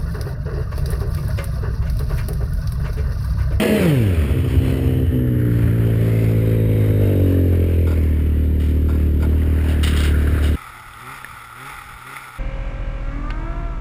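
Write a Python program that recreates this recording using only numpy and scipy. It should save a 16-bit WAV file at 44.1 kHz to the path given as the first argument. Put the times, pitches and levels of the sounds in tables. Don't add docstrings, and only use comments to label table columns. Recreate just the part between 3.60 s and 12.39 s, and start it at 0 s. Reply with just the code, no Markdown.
import sys
import numpy as np
from scipy import signal
from scipy.fft import rfft, irfft, next_fast_len
from scipy.io import wavfile
from scipy.ndimage import uniform_filter1d, map_coordinates

SR = 44100
rng = np.random.default_rng(int(sys.argv[2]) if len(sys.argv) > 2 else 0)


def master_out(mix):
    frames = np.transpose(np.atleast_2d(mix))
    ceiling = np.clip(frames, -1, 1)
    pcm = np.round(ceiling * 32767).astype(np.int16)
    wavfile.write(sys.argv[1], SR, pcm)


N = 387490
T = np.arange(N) / SR
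SIZE = 2 * next_fast_len(N // 2 + 8192)
HZ = np.fft.rfftfreq(SIZE, 1 / SR)


def amp(db):
    return 10 ** (np.asarray(db) / 20)


def unit(x):
    return x / np.sqrt(np.mean(x ** 2) + 1e-20)


def curves(rows):
    times, *columns = np.transpose(rows)
    return [np.interp(T, times, column) for column in columns]


def at_speed(rows, rate):
    rates, *columns = np.transpose(rows)
    return [np.interp(np.log(rate), np.log(rates), column) for column in columns]


def swells(rows):
    return sum(amp(db) * np.exp(-((T - s) / half) ** 2) for s, half, db in rows)


def wobble(knots_per_s):
    return map_coordinates(rng.standard_normal(int(N * knots_per_s / SR) + 4), [T * knots_per_s])


def body(points):
    hz, db = np.transpose(points)
    hz, db = np.r_[hz[0] / 2, hz, hz[-1] * 2], np.r_[db[0] - 30, db, db[-1] - 30]
    gain = amp(np.interp(np.log(HZ + 1), np.log(hz), db))
    cepstrum = irfft(np.log(gain))
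    return np.exp(rfft(np.r_[cepstrum[0], 2 * cepstrum[1:SIZE // 2]], SIZE))


def modes(rows):
    return sum((-1) ** k * amp(db) * 1j * HZ * width / (hz ** 2 - HZ ** 2 + 1j * HZ * width)
               for k, (hz, width, db) in enumerate(rows))


def filtered(x, response):
    return irfft(rfft(x, SIZE) * response, SIZE)[:N]


def rush(response, gate=1):
    return unit(filtered(gate * rng.standard_normal(N), response))


def tilted(x, corner_hz, treble_db):
    low = filtered(x, 1 / (1 + (HZ / corner_hz) ** 8))
    return low + amp(treble_db) * (x - low)


def patchy(x, depth_db):
    spectra = signal.stft(x, nperseg=1024)[2]
    patches = uniform_filter1d(rng.standard_normal(spectra.shape), size=5, axis=0)
    patches = unit(uniform_filter1d(patches, size=24, axis=1))
    return unit(signal.istft(spectra * amp(depth_db * patches), nperseg=1024)[1][:N])


def scatter(cycles, spread_db):
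    return amp(spread_db * np.interp(cycles, np.arange(2000), rng.standard_normal(2000)))


def puffs(cycles, decay, rest):
    return np.exp(-(cycles % 1) / decay) + rest


def order_through(response, multiple, rate, phase):
    bins = np.minimum(multiple * rate * SIZE / SR, SIZE // 2).astype(int)
    return (response[bins] * np.exp(1j * phase)).real


def stroke(s, length):
    return np.interp(T - s, [0, .003, 0.0025 + length * 0.98, 0.023 + length], [0.0042, 0.72, 0.36, 0.017])


# f/Hz, gain/dB
PIPE_RESPONSE = [(60, -36.5), (150, 4.5), (215, 3), (265, 3.5), (330, 0), (400, -0.5), (470, -4),
                 (550, -10), (630, -21), (720, -39), (900, -31.5), (1300, -51.5)]
# t/s, relative treble/dB
BARK_TREBLE = [(0, 7.5), (0.25, 4.5), (0.9, -6), (1.6, -2), (2.1, -6.5), (2.3, 0), (3.6, 7.5), (4.25, 2.5),
               (4.55, -10.5), (6.95, -5.5)]
# t/s, half length/s, relative level/dB
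LUG_SWELLS = [(1.68, 0.29, 8.5), (3.68, 0.23, 10.5)]
def bark(rate, cycles, turbulence):
    echo_cycles, echo_share = 0.446, 0.2
    pipe = body(PIPE_RESPONSE)
    resonance = pipe * modes([(272.3, 25.0, 0.018)])
    growl = amp(-13.5) + swells(LUG_SWELLS)
    orders = 0
    for k in range(4, 20):
        phase = 2 * np.pi * k * cycles + .11 * k * k + .07 * turbulence * k * wobble(30)
        comb = 1 + echo_share * np.cos(2 * np.pi * k * echo_cycles)
        tone = order_through(pipe, k, rate, phase) + growl * order_through(resonance, k, rate, phase)
        orders += comb * amp(1.13 * wobble(3.04)) * tone
    pulses = amp(-5) * orders * np.sqrt(rate / 50) * scatter(cycles, spread_db=.9)
    gas = turbulence * rush(pipe, puffs(cycles, decay=0.51, rest=1))
    bright_db, = curves(BARK_TREBLE)
    pulses = tilted(pulses, corner_hz=393, treble_db=bright_db + 2)
    return pulses + tilted(gas, corner_hz=417, treble_db=0.6 * bright_db + 6.5)


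# firing rate/Hz, orders 1, 2 and 3/dB, bark/dB, turbulence within the bark/dB
EXHAUST_MIX = [(37.5, -30.5, -16.5, -30.5, -28.5, -6.5), (42, -31, -15.5, -31.5, -29.5, -8.5),
               (58.5, -27.5, -17, -26.5, -27, -8), (65.2, -29, -21.5, -48, -25, -7),
               (70, -17, -33.5, -33, -33.5, 0), (110, -16, -24.5, -28, -30, -0.5),
               (175, -16, -20.5, -26.5, -23.5, -2.5), (201, -23.5, -43, -29, -21.5, -0.5),
               (220, -18, -23, -25.5, -21.5, 0)]
def exhaust(rate, cycles):
    first, second, third, bark_gain, turbulence = amp(at_speed(EXHAUST_MIX, rate))
    burning, thumps = stumbles()
    angle = 2 * np.pi * cycles
    boom = first * np.cos(angle) * scatter(cycles, spread_db=-2.5)
    boom += burning * second * np.cos(2 * angle)
    boom += burning * third * np.sin(3 * angle) * scatter(cycles, spread_db=1.5)
    return np.sqrt(2) * boom + burning * bark_gain * bark(rate, cycles, turbulence) + thumps


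# f/Hz, gain/dB
CASING_RESPONSE = [(300, -17.5), (600, 9.5), (800, -1.5), (1100, -2), (1400, -2), (1800, 0), (2250, 1),
                   (2600, -2), (3100, -3.5), (3600, -12), (4200, -12.5), (4800, -15), (5600, -15)]
# t/s, relative level/dB
CLATTER_LEVEL = [(0, -26.5), (0.55, -38.5), (1.1, -38), (1.65, -49), (2.35, -39.5), (3.4, -41),
                 (4.0, -42.5), (5.6, -47), (6.1, -38), (6.95, -42)]
def clatter(rate, cycles):
    cruise_hz, treble_db_per_octave = 55, 2
    level_db, = curves(CLATTER_LEVEL)
    treble_db = treble_db_per_octave * np.log2(rate / cruise_hz) - 1
    gate = puffs(cycles, decay=0.08, rest=1.6) * amp(1.1 * wobble(160) + 1.35 * wobble(11))
    rattle = patchy(rush(body(CASING_RESPONSE), gate), depth_db=2.1)
    return amp(level_db + 2) * tilted(rattle, corner_hz=2160, treble_db=treble_db)


# multiple of the firing rate, relative level/dB
GEAR_ORDERS = [(8, -35), (12, -37), (13, -38), (20, -30.5)]
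def whine(rate, cycles):
    casing, full_level_hz = body(CASING_RESPONSE), 190
    tones = sum(amp(db) * order_through(casing, k, rate, 2 * np.pi * k * cycles + .7 * wobble(90))
                for k, db in GEAR_ORDERS)
    return tones * np.minimum(rate / full_level_hz, 1) ** 3


# f/Hz, gain/dB
CHASSIS_RESPONSE = [(20, -31), (40, -15), (60, -4.5), (88, 6.5), (110, -4), (150, -21), (230, -12.5),
                    (400, -48.5)]
# t/s, level/dB
RUMBLE_LEVEL = [(0.1, -30.5), (0.45, -26), (0.7, -20), (1.5, -20), (2, -25), (3, -28.5), (3.8, -30),
                (4.6, -38), (6.95, -28)]
def track_rumble():
    level_db, = curves(RUMBLE_LEVEL)
    return amp(level_db) * rush(body(CHASSIS_RESPONSE))


# t/s, half length/s, level/dB, f/Hz
RAIL_SWELLS = [(1.1, 0.64, -47, 2960), (1.735, 0.58, -49, 1830), (2.6, 0.24, -44, 2110),
               (3.3, 0.57, -54, 3740), (4.3, 0.45, -50.5, 2190)]
def rail_rings(width_hz=300):
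    return sum(swells([(s, half, db)]) * rush(modes([(hz, width_hz, 0)]) ** 2)
               for s, half, db, hz in RAIL_SWELLS)


# t/s, half length of the dip/s, thump level/dB
ENGINE_STUMBLES = [(0.728, 0.01, -14), (0.817, 0.014, -12), (0.895, 0.014, -24), (0.988, 0.011, -10),
                   (1.484, 0.03, -11)]
def stumbles(dip_db=-11.5, thump_hz=81, thump_half_s=0.018):
    burning = amp(dip_db * swells([(s, half, 0) for s, half, _ in ENGINE_STUMBLES]))
    thumps = sum(swells([(s, thump_half_s, db)]) * np.cos(2 * np.pi * thump_hz * (T - s))
                 for s, _, db in ENGINE_STUMBLES)
    return burning, thumps


# t/s, half length/s, level/dB
SNOW_GUSTS = [(2.05, 0.47, -42.5), (6.65, 0.53, -38)]
def snow_spray():
    band = modes([(1525, 730, 0)]) ** 2
    hiss = rush(band, gate=amp(3.5 * wobble(120)))
    return swells(SNOW_GUSTS) * patchy(hiss, depth_db=1.8)


# f/Hz, width/Hz, gain/dB
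HOLLOW_MODES = [(510, 170, -0.5), (665, 130, -2), (860, 160, -3.5), (1060, 170, -4.5), (1384, 72, 1),
                (2140, 180, -7.5), (2400, 540, -12.5), (3750, 120, -11.5), (4650, 370, -18.5)]
# t/s, length/s, relative level/dB
HOLLOW_BLOWS = [(4.268, 0.018, -27.5), (4.305, 0.03, -30.5), (5.285, 0.026, -31), (5.33, 0.04, -40),
                (5.6, 0.012, -38), (5.622, 0.026, -29)]
def knocks():
    force = sum(amp(db) * stroke(s, length) for s, length, db in HOLLOW_BLOWS)
    return force * rush(modes(HOLLOW_MODES), gate=amp(3 * wobble(400)))


# f/Hz, width/Hz, gain/dB
PANEL_MODES = [(1390, 320, -0.5), (1760, 240, 1.5), (2030, 360, 1), (2894, 120, 3.5), (3200, 220, -4),
               (3760, 230, -3.5), (4470, 2100, -14.5), (6230, 120, -32.5)]
# t/s, length/s, relative level/dB, treble/dB
PANEL_RUBS = [(4.998, 0.1, -41.5, 4), (5.816, 0.004, -30, -11), (6.084, 0.05, -39, 5),
              (6.23, 0.046, -23, 5.5), (6.273, 0.046, -26.5, 3), (6.328, 0.045, -28, -1.5),
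              (6.363, 0.011, -29.5, 5), (6.388, 0.084, -30.5, 7), (6.429, 0.073, -31.5, 3),
              (6.826, 0.059, -34, 5)]
def scrapes():
    force, bright_db = np.zeros(N), np.zeros(N)
    for s, length, db, treble_db in PANEL_RUBS:
        force += amp(db) * stroke(s, length)
        bright_db[T >= s] = treble_db
    grit = rush(modes(PANEL_MODES), gate=amp(2.1 * wobble(500)))
    return force * tilted(grit, corner_hz=2900, treble_db=bright_db)


# t/s, firing rate/Hz
FIRING_RATE = [(0.0, 214.2), (0.15, 210.8), (0.21, 197.8), (0.43, 108.8), (0.5, 91.4), (0.6, 75.7),
               (0.68, 68.0), (0.77, 64.2), (1.18, 65.6), (1.57, 63.2), (2.01, 57.3), (2.98, 55.0),
               (3.35, 52.1), (3.68, 46.3), (4.16, 41.9), (4.51, 38.4), (4.74, 37.9), (5.42, 38.0),
               (5.52, 37.3), (5.87, 39.0), (6.44, 37.0), (6.95, 37.1)]
def near_sled():
    octaves, = curves([(s, np.log2(hz)) for s, hz in FIRING_RATE])
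    rate = 2 ** octaves * (1 + .003 * wobble(40))
    cycles = np.cumsum(rate) / SR
    engine = exhaust(rate, cycles) + clatter(rate, cycles) + whine(rate, cycles)
    return engine + track_rumble() + rail_rings() + snow_spray() + knocks() + scrapes()


def muffled_exhaust(cycles, push):
    angle = 2 * np.pi * cycles
    hum = amp(6.5) * (amp(-55) + push) * np.cos(angle)
    # multiple, relative level/dB; the cylinders differ a little, which gives a half order
    orders = [(1.5, -9), (2, 1), (3, 0), (4, -14)]
    overtones = sum(amp(db) * np.cos(k * angle) for k, db in orders)
    return hum + (amp(-64) + amp(2.5) * push) * overtones


# f/Hz, gain/dB
HOUSING_RESPONSE = [(150, -20), (400, -17), (700, -20), (860, -7), (1020, -16), (1220, -2), (1400, -1.5),
                    (1620, -19), (1930, -8.5), (2300, -11), (3100, -21), (3480, -13.5), (4100, -25.5),
                    (5500, -21)]
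def housing_rattle(rate, cycles, idle_hz, rise_db_per_hz=0.231):
    housing = body(HOUSING_RESPONSE)
    gate = puffs(cycles, decay=1, rest=1) * puffs(cycles * 0.32, decay=1, rest=1)
    gate *= amp(1.06 * wobble(60))
    buzz = 0
    for k in range(12, 40):
        phase = np.pi * k * cycles + k * k + .9 * wobble(25)
        buzz += order_through(housing, k / 2, rate, phase) * amp(3 * wobble(8))
    gain = amp(-43.5 + rise_db_per_hz * (rate - idle_hz))
    return gain * (amp(-0.5) * rush(housing, gate) + amp(-1) * unit(buzz) * unit(gate))


# t/s, half length/s, level/dB
ROCKING_SWELLS = [(7.3, 0.3, -51.5), (7.72, 0.08, -47), (8.17, 0.075, -50), (8.33, 0.069, -42.5)]
def rocking(floor_db=-54):
    response = body([(18, -4), (30, 0), (75, -3.0), (120, -10.5), (250, -23)])
    return (amp(floor_db) + swells(ROCKING_SWELLS)) * rush(response)


# t/s, peak level/dB, f/Hz
HOUSING_TICKS = [(7.336, -33, 3400), (7.6455, -16.5, 1780), (8.567, -20, 2080)]
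def ticks(t60_s=0.016):
    out = np.zeros(N)
    t = np.arange(SR // 10) / SR
    for s, db, hz in HOUSING_TICKS:
        ring = np.sin(2 * np.pi * hz * t) + 0.12 * rng.standard_normal(len(t))
        out[round(s * SR):][:len(t)] += amp(db - 60 * t / t60_s) * ring
    return out


# t/s, firing rate gained/Hz, relative exhaust level/dB
THROTTLE_BLIPS = [(6.739, 31.2, -36), (7.37, 28.5, -50.5), (7.93, 33, -51), (8.389, 25.8, -55.5)]
def blips(idle_hz, open_s=0.15, coast_s=0.3):
    rate = idle_hz
    for s, gained_hz, _ in THROTTLE_BLIPS:
        climb = np.clip((T - s) / open_s, 0, 1)
        sag = np.exp(-np.maximum(T - s - open_s, 0) / coast_s)
        rate += gained_hz * climb * sag
    push = swells([(s + 0.7 * open_s, 0.4 * open_s, db) for s, _, db in THROTTLE_BLIPS])
    return rate, push


def quiet_sled(idle_hz=104.4):
    rate, push = blips(idle_hz)
    cycles = np.cumsum(rate * (1 + .006 * wobble(40))) / SR
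    return muffled_exhaust(cycles, push) + housing_rattle(rate, cycles, idle_hz) + rocking() + ticks()


def scene():
    cut_s, fade_s = 6.955, 0.0025
    after_cut = np.clip((T - cut_s) / fade_s, 0, 1)
    return ((1 - after_cut) * near_sled() + after_cut * quiet_sled())[None]


def record(dry):
    lowpass_hz, hold_hz, top_hz = 5650, 12000, 15400
    narrow = filtered(dry[0], 1 / (1 + (HZ / lowpass_hz) ** 40))
    mirrored = narrow * (1 + 2 * np.cos(2 * np.pi * hold_hz * T))
    return filtered(mirrored, np.sinc(HZ / hold_hz) * (HZ < top_hz))[None]


dry = scene()
out = record(dry)
master_out(out)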